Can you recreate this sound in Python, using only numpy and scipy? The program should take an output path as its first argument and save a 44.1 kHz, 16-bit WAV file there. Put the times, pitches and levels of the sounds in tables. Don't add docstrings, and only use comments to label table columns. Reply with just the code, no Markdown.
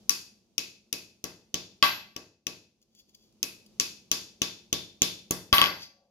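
import sys
import numpy as np
from scipy import signal
from scipy.fft import rfft, irfft
from scipy.io import wavfile

SR = 44100
rng = np.random.default_rng(int(sys.argv[2]) if len(sys.argv) > 2 else 0)


def persist_wave(psi):
    counts = np.round(np.clip(psi, -1, 1) * 32767).astype(np.int16)
    wavfile.write(sys.argv[1], SR, np.atleast_2d(counts).T)


def invert_db(x):
    u = np.asarray(x, float) / 20
    return 10 ** u


N = 269010


def at_hz(points, hz):
    table_hz, value = np.transpose(points)
    return np.interp(np.log(hz), np.log(table_hz), value)


def rms_one(x):
    return x / np.sqrt(np.mean(x ** 2) + 1e-20)


def butterworth(x, order, hz, kind="low"):
    return signal.sosfilt(signal.butter(order, hz, kind, fs=SR, output="sos"), x)


def ring(clicks, hz, t60):
    r, w = invert_db(-60 / (t60 * SR)), 2 * np.pi * hz / SR
    return signal.lfilter([0, np.sin(w)], [1, -2 * r * np.cos(w), r * r], clicks + 1e-18)


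def resonances(x, peaks):
    out = 0
    for hz, width_hz, db in peaks:
        r, w = np.exp(-np.pi * width_hz / SR), 2 * np.pi * hz / SR
        band = signal.lfilter([(1 - r * r) / 2, 0, (r * r - 1) / 2], [1, -2 * r * np.cos(w), r * r], x)
        out = out + invert_db(db) * band
    return out


def wavering(peaks, unlike):
    noise = rng.standard_normal((2, N))
    mid, side = signal.lfilter([.1], [1, -.9], resonances(noise, peaks))
    return rms_one(mid + unlike * side * np.array([[1], [-1]]))


# pitch_hz, width_hz, level_db
HUM_MODES = [(212.7, 25, 5.5), (328, 63, -6), (560, 230, -45)]
# pitch_hz, width_hz, level_db
DRONE_MODES = [(35.45, 20, -4.5), (59, 25, -1), (107, 16, 0.5)]
# frequency_hz, level_db (per Hz)
HISS_SPECTRUM = [(500, 1.5), (1500, -25), (2500, -8), (6000, -4.5), (8500, -12), (13000, -17.5),
                 (17000, -26.5)]
# start_s, level_db
HUM_LEVEL = [(0.0, -61), (0.45, -71.5), (0.95, -71.5), (1.56, -69), (2.07, -65.5), (2.29, -84.5),
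             (2.95, -73.5), (3.75, -63), (4.15, -66), (5.08, -66), (5.72, -64), (5.91, -76.5), (6.1, -80)]
HISS_DB, DRONE_DB = -5.5, -7.5


def background():
    start_s, level_db = np.transpose(HUM_LEVEL)
    hum_db = np.interp(np.arange(N) / SR, start_s, level_db)
    hz = np.maximum(np.fft.rfftfreq(N, 1 / SR), 1)
    spectrum = rfft(rng.standard_normal((2, N))) * invert_db(at_hz(HISS_SPECTRUM, hz)) * (hz > 300)
    hiss = invert_db(hum_db + HISS_DB) * rms_one(irfft(spectrum, N))
    drone = invert_db(hum_db + DRONE_DB) * wavering(DRONE_MODES, unlike=.55)
    return invert_db(hum_db) * wavering(HUM_MODES, unlike=0.18) + drone + hiss


# frequency_hz, level_db (per Hz)
SHOP_SPECTRUM = [(50, -11), (100, -0.5), (180, -1.5), (300, 2), (700, -0.5), (1500, -1), (2500, 2.5),
                 (3500, 0), (4300, 7.5), (6300, 7), (8200, 4), (12000, 5.5), (16000, -13)]
# frequency_hz, t60_s
SHOP_DECAY = [(60, .6), (400, 0.47), (1100, 0.36), (3000, 0.41), (7000, 0.41), (15000, .3)]
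# frequency_hz, coherence [0-1]
SHOP_COHERENCE = [(60, 1), (500, 1), (2000, 0), (16000, 0.36)]


def shop(x):
    t, edges = np.arange(SR) / SR, 40 * 2 ** np.arange(0, 9, 1 / 3)
    white, answer = rng.standard_normal((2, 2, SR)), 0
    for k, (low, high) in enumerate(zip(edges, edges[1:])):
        mid, side = butterworth(white[k % 2], 2, [low, high], "band")
        hz = np.sqrt(low * high)
        alike = np.clip(at_hz(SHOP_COHERENCE, hz), 0, 1)
        dying = invert_db(at_hz(SHOP_SPECTRUM, hz) - 60 * t / at_hz(SHOP_DECAY, hz))
        answer = answer + dying * (np.sqrt(1 + alike) * mid + np.sqrt(1 - alike) * side * [[1], [-1]])
    answer = answer * (1 - np.exp(-t / 0.002)) / np.sqrt(SR * 0.0092)
    return signal.fftconvolve(x[None], answer, axes=1)[:, :N]


# delay_s, left_db, right_db
EARLY_ECHOES = [
    (.0027, -18, -27),
    (.0075, -26.5, -14.5),
    (0.011, -15.5, -13),
]


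def echoes(steel):
    out = 0
    for delay_s, left_db, right_db in EARLY_ECHOES:
        out = out + invert_db([[left_db], [right_db]]) * np.roll(steel, round(delay_s * SR), axis=1)
    return out


STROKE_DB = 25


def dragged(strokes, modes):
    t, level = np.arange(N) / SR, 0
    for peak_s, db, swell_s, fade_s in strokes:
        level = level + invert_db(db - STROKE_DB * np.maximum((peak_s - t) / swell_s, (t - peak_s) / fade_s))
    caught = rng.random(N) < 6000 / SR
    grit = caught * invert_db(2 * np.minimum(rng.exponential(1, N), 4)) * rng.choice([-1, 1], N)
    return level * rms_one(resonances(resonances(grit, modes), modes))


# peak_s, level_db, swell_s, fade_s
BAR_STROKES = [
    (2.83, -71, 0.028, 0.015),
    (3.002, -55, 0.075, 0.027),
    (3.096, -66.5, .03, 0.029),
    (3.15, -49, 0.0098, 0.011),
    (3.24, -67, .2, 0.13),
]
# pitch_hz, width_hz, level_db
BAR_GRIT_MODES = [(2800, 190, -7.5), (3450, 380, 4.4), (4760, 690, 5.5), (6020, 980, 2), (6850, 500, -1.5),
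                  (10840, 3500, -5), (13300, 2500, -1)]
# peak_s, level_db, swell_s, fade_s
SLIDE_STROKES = [
    (5.756, -60.5, .15, 0.11),
    (5.828, -41.5, 0.066, 0.073),
]
# pitch_hz, width_hz, level_db
SLIDE_GRIT_MODES = [(4720, 650, 2), (2620, 150, -3.5), (3650, 1400, -2), (5930, 780, -3.5),
                    (11610, 2300, -5.5)]
# peak_s, level_db, swell_s, fade_s
RUMBLE_STROKES = [
    (5.7, -47.5, 0.089, 0.13),
    (6.03, -71, .35, .3),
]
# pitch_hz, width_hz, level_db
RUMBLE_BODY_MODES = [(550, 53, -1), (685, 180, -3.5)]
# start_s, level_db (peak)
SMALL_TICKS = [(5.752, -49.5), (2.8166, -54), (2.826, -53.5), (2.95, -48), (3.0924, -55), (3.1482, -55.5),
               (3.1734, -65), (3.324, -61), (3.6625, -46.5)]


def scrape():
    out = dragged(BAR_STROKES, BAR_GRIT_MODES)
    out += dragged(SLIDE_STROKES, SLIDE_GRIT_MODES) + dragged(RUMBLE_STROKES, RUMBLE_BODY_MODES)
    dying = np.exp(-np.arange(600) / SR / 0.0041)
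    for start_s, db in SMALL_TICKS:
        burst = resonances(rng.standard_normal(600) * dying, BAR_GRIT_MODES)
        burst = resonances(burst, [(6040, 14000, 0)])
        out[round(start_s * SR):][:600] += invert_db(db) * burst / np.abs(burst).max()
    return out


MISS_S, DROP_S = 1.825, 5.527
LAID_LOW, STEEPEST_S = [.62, 2.1, 3.3], 1.75
FLAT_BLOWS, FLAT_DB = [.093, 3.429, 3.799, 5.019], 4
BOUNCE_SLAP_DB, BOUNCE_CRACK_DB, BOUNCE_THUD_DB = 2.5, -21, -19
THUD_DB, THUD_DB_PER_S, DROP_THUD_DB = -49, 9.5, -2.5
SQUARE_DB, SQUARE_SHARE = -11, 0.15
HEAD_RING_DB = (-13, 17.5, 2.5)
WALL_KNOCK_DB = (4, -2, -1.5)
BAR_DB, BARE_BAR_DB = -17.5, -4
CLANK_HZ, CLANK_HZ_PER_S = 5605, 430
BARE_CLANK_HZ, BOUNCE_CLANK_HZ = 4480, 6300
CLANK_PAN_DB, CLANK_PAN_DB_PER_S = 7, -3.5
CHATTER_MS, BARE_CHATTER_MS = 1.3, 0.43
# start_s, slap_db, dull_db (clank), crack_db (bright), anvil_db (ring)
HAMMER_BLOWS = [(0.0939, -8.5, -23.5, -22, -35.5), (0.58, -14.5, -24, -31.5, -48.5),
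                (0.927, -17, -28, -31, -48), (1.2401, -22, -35, -37.5, -40.5),
                (1.5416, -15.5, -25, -36, -41), (1.826, -6.5, -8.5, -39, -9.5),
                (2.163, -26.5, -38.5, -45.5, -45.5), (2.4672, -20.5, -30, -37.5, -44.5),
                (3.429, -18, -27.5, -27.5, -46), (3.7985, -9, -21, -25, -38),
                (4.1145, -8.5, -20.5, -25, -34.5), (4.4173, -11, -20, -29.5, -35.5),
                (4.7275, -13.5, -20.5, -29.5, -38.5), (5.019, -8, -15, -22, -35),
                (5.3083, -15.5, -30, -24.5, -33), (5.5276, -7.5, -9, -31, -9)]
# start_s, knock_db, anvil_db (ring)
HAMMER_BOUNCES = [
    (5.5823, -21, -14),
    (5.616, -17, -12),
    (5.6409, -28, -30.5),
    (5.6595, -32, -54.5),
    (5.6699, -39.5, -57),
    (5.6828, -50, -28),
]


def contacts():
    s, knock_db, ring_db = np.transpose(HAMMER_BOUNCES)
    bounces = [s, knock_db + BOUNCE_SLAP_DB, knock_db, knock_db + BOUNCE_CRACK_DB, ring_db]
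    s, slap_db, dull_db, crack_db, anvil_db = np.hstack([np.transpose(HAMMER_BLOWS), bounces])
    dropped, bounce = s > DROP_S - .01, s > DROP_S + .02
    bare = (np.abs(s - MISS_S) < .01) | dropped
    kind = bare.astype(int) + bounce
    laid_s = np.array(LAID_LOW)[np.maximum(np.searchsorted(LAID_LOW, s) - 1, 0)]
    tilted_s = np.clip(s - laid_s, 0, STEEPEST_S)
    hard_db = FLAT_DB * (np.abs(s[:, None] - FLAT_BLOWS).min(axis=1) < .01)
    square_db = np.where(bare, 0, SQUARE_SHARE * (crack_db - slap_db - SQUARE_DB))
    driven_db = THUD_DB + THUD_DB_PER_S * tilted_s + DROP_THUD_DB * dropped
    tip_hz = CLANK_HZ + CLANK_HZ_PER_S * tilted_s
    return dict(
        s=s, bare=bare, bounce=bounce, tilted_s=tilted_s,
        slap=slap_db, dull=dull_db, crack=crack_db, anvil=anvil_db,
        snap=slap_db + hard_db + square_db,
        thud=np.where(bounce, dull_db + BOUNCE_THUD_DB, driven_db),
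        knock=anvil_db + np.array(WALL_KNOCK_DB)[kind],
        head=crack_db + np.array(HEAD_RING_DB)[kind],
        bar=np.where(bare, anvil_db + BARE_BAR_DB, crack_db + BAR_DB),
        pan=CLANK_PAN_DB + np.where(bounce, 0, CLANK_PAN_DB_PER_S * tilted_s),
        clank_hz=np.choose(kind, [tip_hz, BARE_CLANK_HZ, BOUNCE_CLANK_HZ]),
        chatter_ms=np.where(bare, BARE_CHATTER_MS, CHATTER_MS * invert_db(-2 * hard_db)))


def impulses(strengths):
    clicks = np.zeros(N)
    clicks[np.round(contacts()["s"] * SR).astype(int)] = strengths
    return clicks


def struck(modes, levels_db, spread_db):
    luck, out = rng.standard_normal((len(contacts()["s"]), len(modes))), 0
    for k, (hz, db, t60) in enumerate(modes):
        out = out + ring(impulses(invert_db(levels_db + db + spread_db * luck[:, k])), hz, t60)
    return out


def swelling(modes, levels_db, swell_t60):
    fast = [(hz, db, swell_t60) for hz, db, t60 in modes]
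    return struck(modes, levels_db, spread_db=1.5) - struck(fast, levels_db, spread_db=1)


BODY_TOP_HZ = 7200
VOICE_GAINS_DB = (3.0, 28.1, 20.76, 16.23, 11)
WALL_THUD_DB, WALL_THUD_SHARE = -38.5, .6
# low_hz, high_hz
VOICE_BANDS = [(4200, 7300), (50, 700), (700, 2300), (2300, 4200), (7300, 15300)]


def radiated():
    hit, out = contacts(), 0
    thud_db = WALL_THUD_DB + WALL_THUD_SHARE * (hit["thud"] - THUD_DB)
    voices_db = hit["slap"], thud_db, hit["knock"], hit["dull"], hit["crack"]
    for band_hz, levels_db, gain_db in zip(VOICE_BANDS, voices_db, VOICE_GAINS_DB):
        out = out + butterworth(impulses(invert_db(levels_db + gain_db)) + 1e-18, 5, band_hz, "band")
    return out


JOLT_HZ, JOLT_DB, JOLT_T60_S = 87.7, -16, 0.027


def jolt():
    click = invert_db(JOLT_DB) * (np.arange(N) == round(DROP_S * SR))
    return ring(click, JOLT_HZ, JOLT_T60_S) * invert_db([[4], [-4]])


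THUD_SPREAD_DB = 3
# pitch_hz, level_db, t60_s
STUMP_MODES = [(78, -15.5, 0.29), (139, -5, 0.37), (181.6, -3.5, 0.38), (250.5, 12, 0.053),
               (327, 10.5, 0.026), (449, -1.5, 0.18), (617, -2.5, .04)]


def stump_thud(thud_db):
    left = struck(STUMP_MODES, thud_db - 1.5, THUD_SPREAD_DB)
    right = struck(STUMP_MODES[::2], thud_db - 0.5, THUD_SPREAD_DB)
    right = right - struck(STUMP_MODES[1::2], thud_db - 23, THUD_SPREAD_DB)
    return np.array([left, right])


FREE_END_DB_PER_S = 14
# pitch_hz, level_db (beside the dull clank), t60_s, best_s (time of tilting)
FREE_END_NOTES = [(2545, -12, .022, .18), (3600, -11, .025, 1.4)]


def free_end():
    hit, out = contacts(), 0
    for hz, db, t60, best_s in FREE_END_NOTES:
        levels_db = hit["dull"] + db - FREE_END_DB_PER_S * np.abs(hit["tilted_s"] - best_s)
        out = out + ring(impulses(~hit["bare"] * invert_db(levels_db)), hz, t60)
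    return out


# pitch_hz, level_db, t60_s
BAR_MODES = [(2530, 0, .03), (2590, -10, .08), (3550, -4, .018), (4650, -3, .025), (4940, -10, .03),
             (5330, -7, .018), (6300, -7, .015)]


def bar_ring(bar_db, bare):
    bar = struck(BAR_MODES, bar_db - 4 - 14 * bare, spread_db=3) + free_end()
    return butterworth(bar, 4, BODY_TOP_HZ)


REST_S = 5.75
# pitch_hz, level_db, t60_s
HEAD_MODES = [(11730, 0, .3), (12290, -9, .28)]


def head_ring(head_db, cushioned):
    free = swelling(HEAD_MODES, head_db - 2 - 9 * cushioned, swell_t60=.06)
    return free * invert_db(-400 * np.maximum(np.arange(N) / SR - REST_S, 0))


# pitch_hz, level_db, t60_s
ANVIL_MODES = [(1138, 1, .17), (1142, -30, .6), (1260, -11, .05), (1450, -8, .06), (1600, -7, .05),
               (1585, -28, .25), (1800, -14, .03), (2032, -10, .08), (2322, -11, .06), (2560, -11, .06),
               (2750, -13, .03), (3040, -13, .06), (3298, -7, .07), (3278, -30, .25), (3800, -19, .04),
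               (4064, -20, .05), (4500, -5, .045), (5200, -21, .025), (6100, -18, .025), (4570, -21, .06),
               (5570, -24, .04), (600, -14, .05)]


def anvil_ring(anvil_db):
    return butterworth(swelling(ANVIL_MODES, anvil_db - 2, swell_t60=0.022), 4, BODY_TOP_HZ)


NEAR_DB = (3.5, -5, -0.4)
BOUNCE_TOP_HZ = 7500


def clanks(rise_s, unlike):
    out, t = np.zeros((2, N)), np.arange(1500) / SR
    hit = contacts()
    noise = rng.standard_normal((len(hit["s"]), 2, len(t)))
    near_db = np.transpose([hit["snap"], hit["dull"], hit["crack"]]) + NEAR_DB
    for i, s in enumerate(hit["s"]):
        slap_db, dull_db, crack_db = near_db[i]
        if hit["bounce"][i]:
            force = np.exp(-t / .00008) * np.ones((2, 1))
            dull_db, crack_db = dull_db + 14, crack_db - 45
        else:
            grit, other = noise[i]
            contact = np.exp(-t * 1000 / np.clip(hit["chatter_ms"][i], .3, 4)) * (1 - np.exp(-t / rise_s)) ** 2
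            force = (grit + unlike * other * np.array([[1], [-1]])) * contact
        # level_db, peaks, skirt_hz
        parts = [(slap_db, [(hit["clank_hz"][i], 800, 0), (4700, 700, -12)], 1800),
                 (dull_db + 13, [(2780, 700, -7.5), (3160, 660, 6)], 2500),
                 (crack_db + 13.5, [(12400, 1500, -8), (9800, 4500, 1.5), (14600, 600, -8.0)], 8000)]
        sound = 0
        for db, peaks, skirt_hz in parts:
            part = resonances(resonances(force, peaks), [(peaks[0][0], skirt_hz, 0)])
            sound = sound + invert_db(db) * part / np.abs(part).max(axis=1, keepdims=True)
        if hit["bounce"][i]:
            sound = butterworth(sound, 4, BOUNCE_TOP_HZ)
        out[:, round(s * SR):][:, :len(t)] += invert_db(np.array([[.5], [-.5]]) * hit["pan"][i]) * sound
    out[0] = np.roll(out[0], -1)
    return out


def scene():
    hit = contacts()
    clank, drag = clanks(rise_s=0.00081, unlike=0.78), scrape()
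    bar, anvil = bar_ring(hit["bar"], hit["bare"]), anvil_ring(hit["anvil"])
    head = head_ring(hit["head"], cushioned=~hit["bare"])
    steel = clank + (anvil + head) * invert_db([[3], [-3]])
    direct = steel + (bar + drag) * invert_db([[2], [-2]]) + stump_thud(hit["thud"])
    direct = direct + echoes(steel) + jolt()
    direct[0] = np.roll(direct[0], -5)
    overtones = anvil - 1.1 * resonances(anvil, [(ANVIL_MODES[0][0], 120, 0)])
    rings = invert_db(-9.5) * overtones + invert_db(-20.5) * head + invert_db(2.0) * bar + invert_db(-23.5) * drag
    return direct + shop(radiated() + rings) * invert_db([[1], [-1]]) + background()


def band_limit(x):
    return signal.sosfilt(signal.butter(12, 17170, fs=SR, output="sos"), x)


def record(dry):
    heard = dry - .5 * resonances(dry, [(8260, 2600, 0.0037)])
    heard = butterworth(heard, 2, 40, "high")
    heard = butterworth(.82 * np.tanh(heard / .82), 8, 15600)
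    return band_limit(heard)


dry = scene()
out = record(dry)
persist_wave(out)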